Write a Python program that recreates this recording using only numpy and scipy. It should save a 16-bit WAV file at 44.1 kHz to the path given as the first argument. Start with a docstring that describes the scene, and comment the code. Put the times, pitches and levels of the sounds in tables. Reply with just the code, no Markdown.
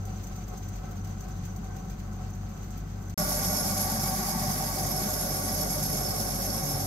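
"""Two hand spinners on a table.

They run in turn close to a phone, a short silence between, and fade as they slow. The first bearing
whispers and ticks; the second is dry and hisses loudly, and the phone is briefly drawn back from it.
Balls patter on the races and ring the steel; their rolling makes the table top drone.
A motor and the mains hum over room rumble."""
import sys
import numpy as np
from scipy import signal
from scipy.fft import rfft, irfft
from scipy.io import wavfile

SR = 44100
rng = np.random.default_rng(int(sys.argv[2]) if len(sys.argv) > 2 else 0)


def to_wav(s):
    """Save 16-bit WAV."""
    ch = np.atleast_2d(s).T  # columns
    pcm = np.round(np.clip(ch, -1, 1) * 32767)  # PCM
    wavfile.write(sys.argv[1], SR, pcm.astype(np.int16))


N = 302526
TIME_S, FREQ_HZ = np.arange(N) / SR, np.maximum(np.arange(N // 2 + 1) * SR / N, 1)

# balls catching in each bearing: start_s, level_db
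QUIET_CATCHES = [(0.052, -39.5), (0.2339, -38), (0.2663, -41), (0.3571, -43), (0.4793, -42),
                 (0.5716, -40.5), (0.6833, -40.5), (0.756, -41), (0.9078, -42), (1.0434, -42),
                 (1.0694, -44), (1.2047, -39), (1.283, -42), (1.4501, -37.5), (1.5597, -39.5),
                 (1.6402, -47), (1.7624, -41), (1.898, -40.5), (1.9914, -45), (2.1264, -44), (2.3002, -45),
                 (2.3471, -45), (2.4892, -45), (2.7033, -40.5), (2.7744, -41.5), (3.0174, -57),
                 (3.095, -40)]
DRY_CATCHES = [(3.368, -24), (3.44, -23), (3.673, -23), (3.77, -24), (3.82, -23), (4.425, -25),
               (4.578, -24), (4.864, -22), (5.541, -22), (5.822, -23), (6.138, -25), (6.538, -23)]
# spectra of the ball impacts and the room rumble: freq_hz, relative_db
QUIET_IMPACT_SPECTRUM = [(1500, -7), (2000, 2.5), (3600, -1), (4600, 1.5), (5600, 3), (7000, -6),
                         (8000, -6.5), (9100, -12.5), (9700, -35), (10800, -14), (11400, -10), (12500, -10),
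                         (15200, -12), (15800, -13.5)]
DRY_IMPACT_SPECTRUM = [(1800, -9.5), (2500, -4), (3000, -5), (3600, -0.5), (4250, 0), (4700, 3.5),
                       (6000, 4), (7800, 1.5), (9000, -9), (10000, 0.5), (11000, 3), (13500, -1),
                       (14000, -2), (15600, -5.5)]
RUMBLE_SPECTRUM = [(20, -39), (35, -2.5), (65, -8.5), (92, -1), (115, -4.5), (140, -0.5), (158, -2),
                   (175, 2), (212, -1.5), (235, -13), (330, -13), (500, -24.5), (1500, -27), (4000, -54.5)]
# modes of the quiet bearing and the table under it: pitch_hz, width_hz, relative_db
QUIET_STEEL_MODES = [(6050, 410, -1), (6700, 150, -24), (7240, 190, -11.5), (10300, 150, -22.5),
                     (12000, 370, -23), (13250, 190, -16), (13650, 230, -9), (14900, 260, -21),
                     (15300, 250, -21)]
QUIET_TABLE_MODES = [(413, 71, -1.5), (560, 20, -7.5), (749, 41, 0), (970, 100, -18), (1106, 110, -11.5),
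                     (1313, 33, -6.5), (1500, 62, -11.5), (1550, 12, -7), (1750, 430, -43.5),
                     (2030, 80, -21)]
# modes of the dry bearing with its cap, and the table under it:
# pitch_hz, width_hz, level_db, left_minus_right_db, drawn_back_gain_db, gain_over_run_db
DRY_STEEL_MODES = [(4512, 90, -50, -1.5, -3.5, -2.5), (4920, 96, -52.5, -12.5, 2.5, -0.5),
                   (5367, 84, -42, -7, -9, -1.5), (5580, 350, -43, -0.5, 1.5, 1.5),
                   (6255, 180, -45.5, -9, -2, 1), (6500, 200, -47.5, -5, -1, -2.5),
                   (7110, 340, -46, 2.5, -1.5, -4), (8200, 140, -53, -4, -2, -5.0),
                   (8800, 290, -51, 9.5, -2.5, 4), (9390, 130, -49, 10, -0.5, -3),
                   (10860, 83, -45.5, 7.5, -5, -5), (11260, 80, -42, -7.5, 0, 1),
                   (11510, 95, -38.5, -3.5, -5, -2.5), (12050, 430, -48.5, -11, 1, -1),
                   (12900, 210, -46, -2, -1, 0), (13200, 210, -45.5, -0.5, -1.5, 0),
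                   (14800, 170.0, -55, 3, 3, -2.0)]
DRY_TABLE_MODES = [(125.6, 25.5, -48.5, 7, 2, 2.5), (144.6, 6.2, -41.5, -0.5, -0.5, 6.5),
                   (178.6, 10.5, -44.5, 2, -2.5, -6.5), (207.4, 18.8, -40.5, 2, 0, -5),
                   (274.5, 31, -47.5, -2.5, -1.5, 4), (369.5, 28, -46.5, 1.5, -1, 2.5),
                   (438.3, 28, -47, -5, -2.5, 3.5), (549.5, 21.6, -46, 0.5, -6, 0.5),
                   (603.7, 15.3, -44, -2.5, -4.5, -7.5), (735, 41, -44.5, 3.5, -0.5, 4),
                   (763.5, 32, -46, 2.5, 5.5, -6), (894, 45, -51, 6.5, 2, -2.5),
                   (1082, 23, -53.5, -2, 5, 2.5), (1129, 28.6, -51, 8, 1, -8), (1252, 59, -54.5, 0.5, 0, 2),
                   (1447, 37, -51, 4, -5.5, -7.5), (1590, 105, -52, -1, 0.5, -2),
                   (1943, 125, -55.5, -3.5, 2.5, -2.5), (2225, 110, -54, -4, 0, -3.5)]
# likeness of the two microphone ports: freq_hz, correlation
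PORT_CORRELATION = [(200, 1), (270, 1), (340, 0.19), (400, -0.45), (490, -0.46), (590, 1), (780, 1),
                    (950, 0.41), (1150, 0.44), (1500, -0.29), (4000, 0.77)]

QUIET_END_S, DRY_START_S = 3.142, 3.177
PORT_LAG_S = 0.00013


def undb(db):
    """Decibels to gain."""
    return 10 ** (np.asarray(db) / 20)


def unit(x):
    """Scale to rms 1."""
    return x / np.sqrt(np.mean(x ** 2))


def pan(left_minus_right_db):
    """Left and right gains."""
    return undb(np.array([[left_minus_right_db], [-left_minus_right_db]]) / 2)


def ramp(start_s, length_s):
    """Linear move from 0 to 1."""
    return np.clip((TIME_S - start_s) / length_s, 0, 1)


def walk(rate_hz):
    """Smooth random drift; rms 1."""
    return unit(irfft(rfft(rng.standard_normal(N)) / (1 + (FREQ_HZ / rate_hz) ** 2), N))


def over_freq(points):
    """Join (freq_hz, value) points on a log-frequency axis."""
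    hz, value = np.transpose(points)
    return np.interp(np.log(FREQ_HZ), np.log(hz), value)


def colour(x, gain):
    """Minimum-phase filter with this gain curve; output rms 1."""
    cepstrum = irfft(np.log(gain / gain.max() + 1e-5), N)
    cepstrum[1:N // 2] *= 2
    cepstrum[N // 2 + 1:] = 0
    return unit(irfft(rfft(x) * np.exp(rfft(cepstrum)), N))


def mode(x, pitch_hz, width_hz):
    """One steep-skirted resonance; output rms 1."""
    section = np.concatenate(signal.iirpeak(pitch_hz, pitch_hz / width_hz / 2, fs=SR))
    return unit(signal.sosfilt([section, section], x))


def patter(force, rate_hz, spread_db, shared, tail_db, tail_s):
    """Tiny ball impacts, many soft and a few hard, each with a short wash of reflections."""
    hits = rng.random(N) < rate_hz / SR
    sizes = np.minimum(rng.exponential(size=N), 4)
    blows = unit(hits * undb(spread_db * sizes)) * force
    # balls strike all round the race, so the ports hear only part alike
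    common, own = rng.choice([-1, 1], N), rng.choice([-1, 1], (2, N))
    direct = blows * (np.sqrt(shared) * common + np.sqrt(1 - shared) * own)
    direct[0] = np.roll(direct[0], round(PORT_LAG_S * SR))
    pole = np.exp(-1 / (tail_s * SR))
    wash = np.sqrt(signal.lfilter([1 - pole], [1, -pole], blows ** 2)) * rng.standard_normal((2, N))
    return (direct + undb(tail_db) * wash) / np.hypot(1, undb(tail_db))


def chatter(catches, rise_s, fall_s):
    """Force envelope of balls that catch, rattle and settle."""
    force, age_s = np.zeros(N), TIME_S[:SR // 8]
    burst = (1 - np.exp(-age_s / rise_s)) * np.exp(-age_s / fall_s)
    for start_s, level_db in catches:
        start = int(start_s * SR)
        force[start:start + len(burst)] += undb(level_db) * burst[:N - start]
    return force


def quiet_bearing(fade_db_per_s=0.66):
    """Smooth bearing: soft patter, uneven rattle and brighter ticks ping the steel."""
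    slowing_db = -fade_db_per_s * TIME_S
    load = undb(-51.5 + slowing_db + 1.6 * walk(rate_hz=20))
    soft = patter(load, rate_hz=5000, spread_db=2, shared=0.069, tail_db=2, tail_s=0.0066)
    rattle = undb(-61.5 + slowing_db + 3.4 * walk(rate_hz=35))
    catches = chatter(QUIET_CATCHES, rise_s=0.0028, fall_s=0.0061) * undb(3.5)
    tick_force = np.hypot(rattle, catches)
    ticks = patter(tick_force, rate_hz=4200, spread_db=1.5, shared=0.1, tail_db=-2, tail_s=0.006)
    brightness = undb(over_freq([(2500, -12.5), (6000, 1), (13000, 8)]))  # harder blows are brighter
    impacts = soft + irfft(rfft(ticks) * brightness, N)
    crack = colour(impacts, undb(over_freq(QUIET_IMPACT_SPECTRUM)))
    pings = sum(mode(impacts, pitch_hz, width_hz) * undb(relative_db + 2.6 * walk(rate_hz=32))
                for pitch_hz, width_hz, relative_db in QUIET_STEEL_MODES)
    return crack * undb(-56.5) + pings * undb(-59)


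def port_noise():
    """Steady noise as the two microphone ports pick it up."""
    alike = np.clip(over_freq(PORT_CORRELATION), -0.99, 0.99)
    mid, side = rfft(rng.standard_normal((2, N))) * np.sqrt([1 + alike, 1 - alike])
    return irfft([(mid + side) * np.exp(-2j * np.pi * FREQ_HZ * PORT_LAG_S), mid - side], N)


def table_drone(start_db=-48.5, fade_db_per_s=1):
    """The quiet bearing's rolling drives the table top's modes."""
    power = 0
    for pitch_hz, width_hz, relative_db in QUIET_TABLE_MODES:
        detuning = (FREQ_HZ / pitch_hz - pitch_hz / FREQ_HZ) * pitch_hz / width_hz / 2
        power += (undb(relative_db) / (1 + detuning ** 2)) ** 2
    drone = colour(port_noise(), np.sqrt(power))
    return drone * undb(start_db - fade_db_per_s * TIME_S + 1.9 * walk(rate_hz=6.8))


def hum(motor_hz=48.54, mains_hz=50):
    """A motor's shaft tone and its wavering second harmonic, which beats with the mains buzz."""
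    phase = 2 * np.pi * motor_hz * TIME_S
    shaft = undb(-40.5 + walk(rate_hz=4.4)) * np.sin(phase)
    harmonic_db = np.where(TIME_S < QUIET_END_S, -40.5, -43.5) + 2.16 * walk(rate_hz=2.7)
    harmonic = undb(harmonic_db) * np.sin(2 * phase + 0.29 * walk(rate_hz=1.7))
    buzz = undb(-54.5) * np.sin(2 * np.pi * 2 * mains_hz * TIME_S)
    return np.sqrt(2) * (shaft + harmonic + buzz)


def room_rumble():
    """Steady low noise of the room."""
    return colour(port_noise(), undb(over_freq(RUMBLE_SPECTRUM))) * undb(-40)


def body(forces, modes, drawn_back, shimmer_db, shimmer_hz):
    """Modes driven from several contact points; each waxes and wanes as the contacts move."""
    run = (TIME_S - DRY_START_S) / (TIME_S[-1] - DRY_START_S) - 0.5  # 0 at mid-run
    sound = 0
    for k, (pitch_hz, width_hz, level_db, pan_db, back_db, run_db) in enumerate(modes):
        moving_db = level_db + back_db * drawn_back + run_db * run + shimmer_db * walk(shimmer_hz)
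        sound += mode(forces[k % len(forces)], pitch_hz, width_hz) * undb(moving_db) * pan(pan_db)
    return sound


def dry_bearing(drawn_back, turn_hz=8.3, wobble_db=1, flicker_db=0.93, fade_db_per_s=0.77):
    """Dense hard impacts hiss and ring the steel; the ball load wavers and swings once a turn."""
    phase = 2 * np.pi * np.cumsum(turn_hz * (1 + 0.028 * walk(rate_hz=1.1))) / SR
    load = undb(wobble_db * np.sin(phase) + flicker_db * walk(rate_hz=78))
    catches = chatter(DRY_CATCHES, rise_s=0.002, fall_s=0.006) * undb(29)
    force = np.hypot(load, catches)
    contacts = [patter(force, rate_hz=4000, spread_db=2.5, shared=0.28, tail_db=7, tail_s=0.0031)
                for _ in range(4)]
    crack = colour(contacts[0], undb(over_freq(DRY_IMPACT_SPECTRUM)))
    rings = body(contacts[1:], DRY_STEEL_MODES, drawn_back, shimmer_db=2, shimmer_hz=16)
    slowing_db = -fade_db_per_s * (TIME_S - DRY_START_S)
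    return (crack * undb(-37.8) + rings * undb(0.55)) * undb(slowing_db)


def table_shake(drawn_back, gain_db=0.28, fade_db_per_s=0.3):
    """The dry bearing's rough rolling shakes the table."""
    rolling = [port_noise() for _ in range(3)]
    shake = body(rolling, DRY_TABLE_MODES, drawn_back, shimmer_db=1.5, shimmer_hz=17.5)
    return shake * undb(gain_db - fade_db_per_s * (TIME_S - DRY_START_S))


def scene():
    """Quiet spinner, brief silence, dry spinner; hum and rumble under both."""
    edge_s = 0.003
    quiet_gate = 1 - ramp(QUIET_END_S - edge_s / 2, edge_s)
    dry_gate = ramp(DRY_START_S - edge_s / 2, edge_s)
    drawn_back = ramp(start_s=3.62, length_s=0.58) - ramp(start_s=4.53, length_s=0.65)  # 0 = phone close
    quiet_spinner = quiet_bearing() + table_drone()
    dry_spinner = dry_bearing(drawn_back) + table_shake(drawn_back)
    room = (hum() + room_rumble()) * pan(1.3)
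    return quiet_gate * (quiet_spinner + room) + dry_gate * (dry_spinner + room)


def record(dry, cutoff_hz=15650):
    """The phone's steep low-pass."""
    return signal.sosfilt(signal.ellip(10, 0.2, 80, cutoff_hz, fs=SR, output="sos"), dry)


dry = scene()
out = record(dry)
to_wav(out)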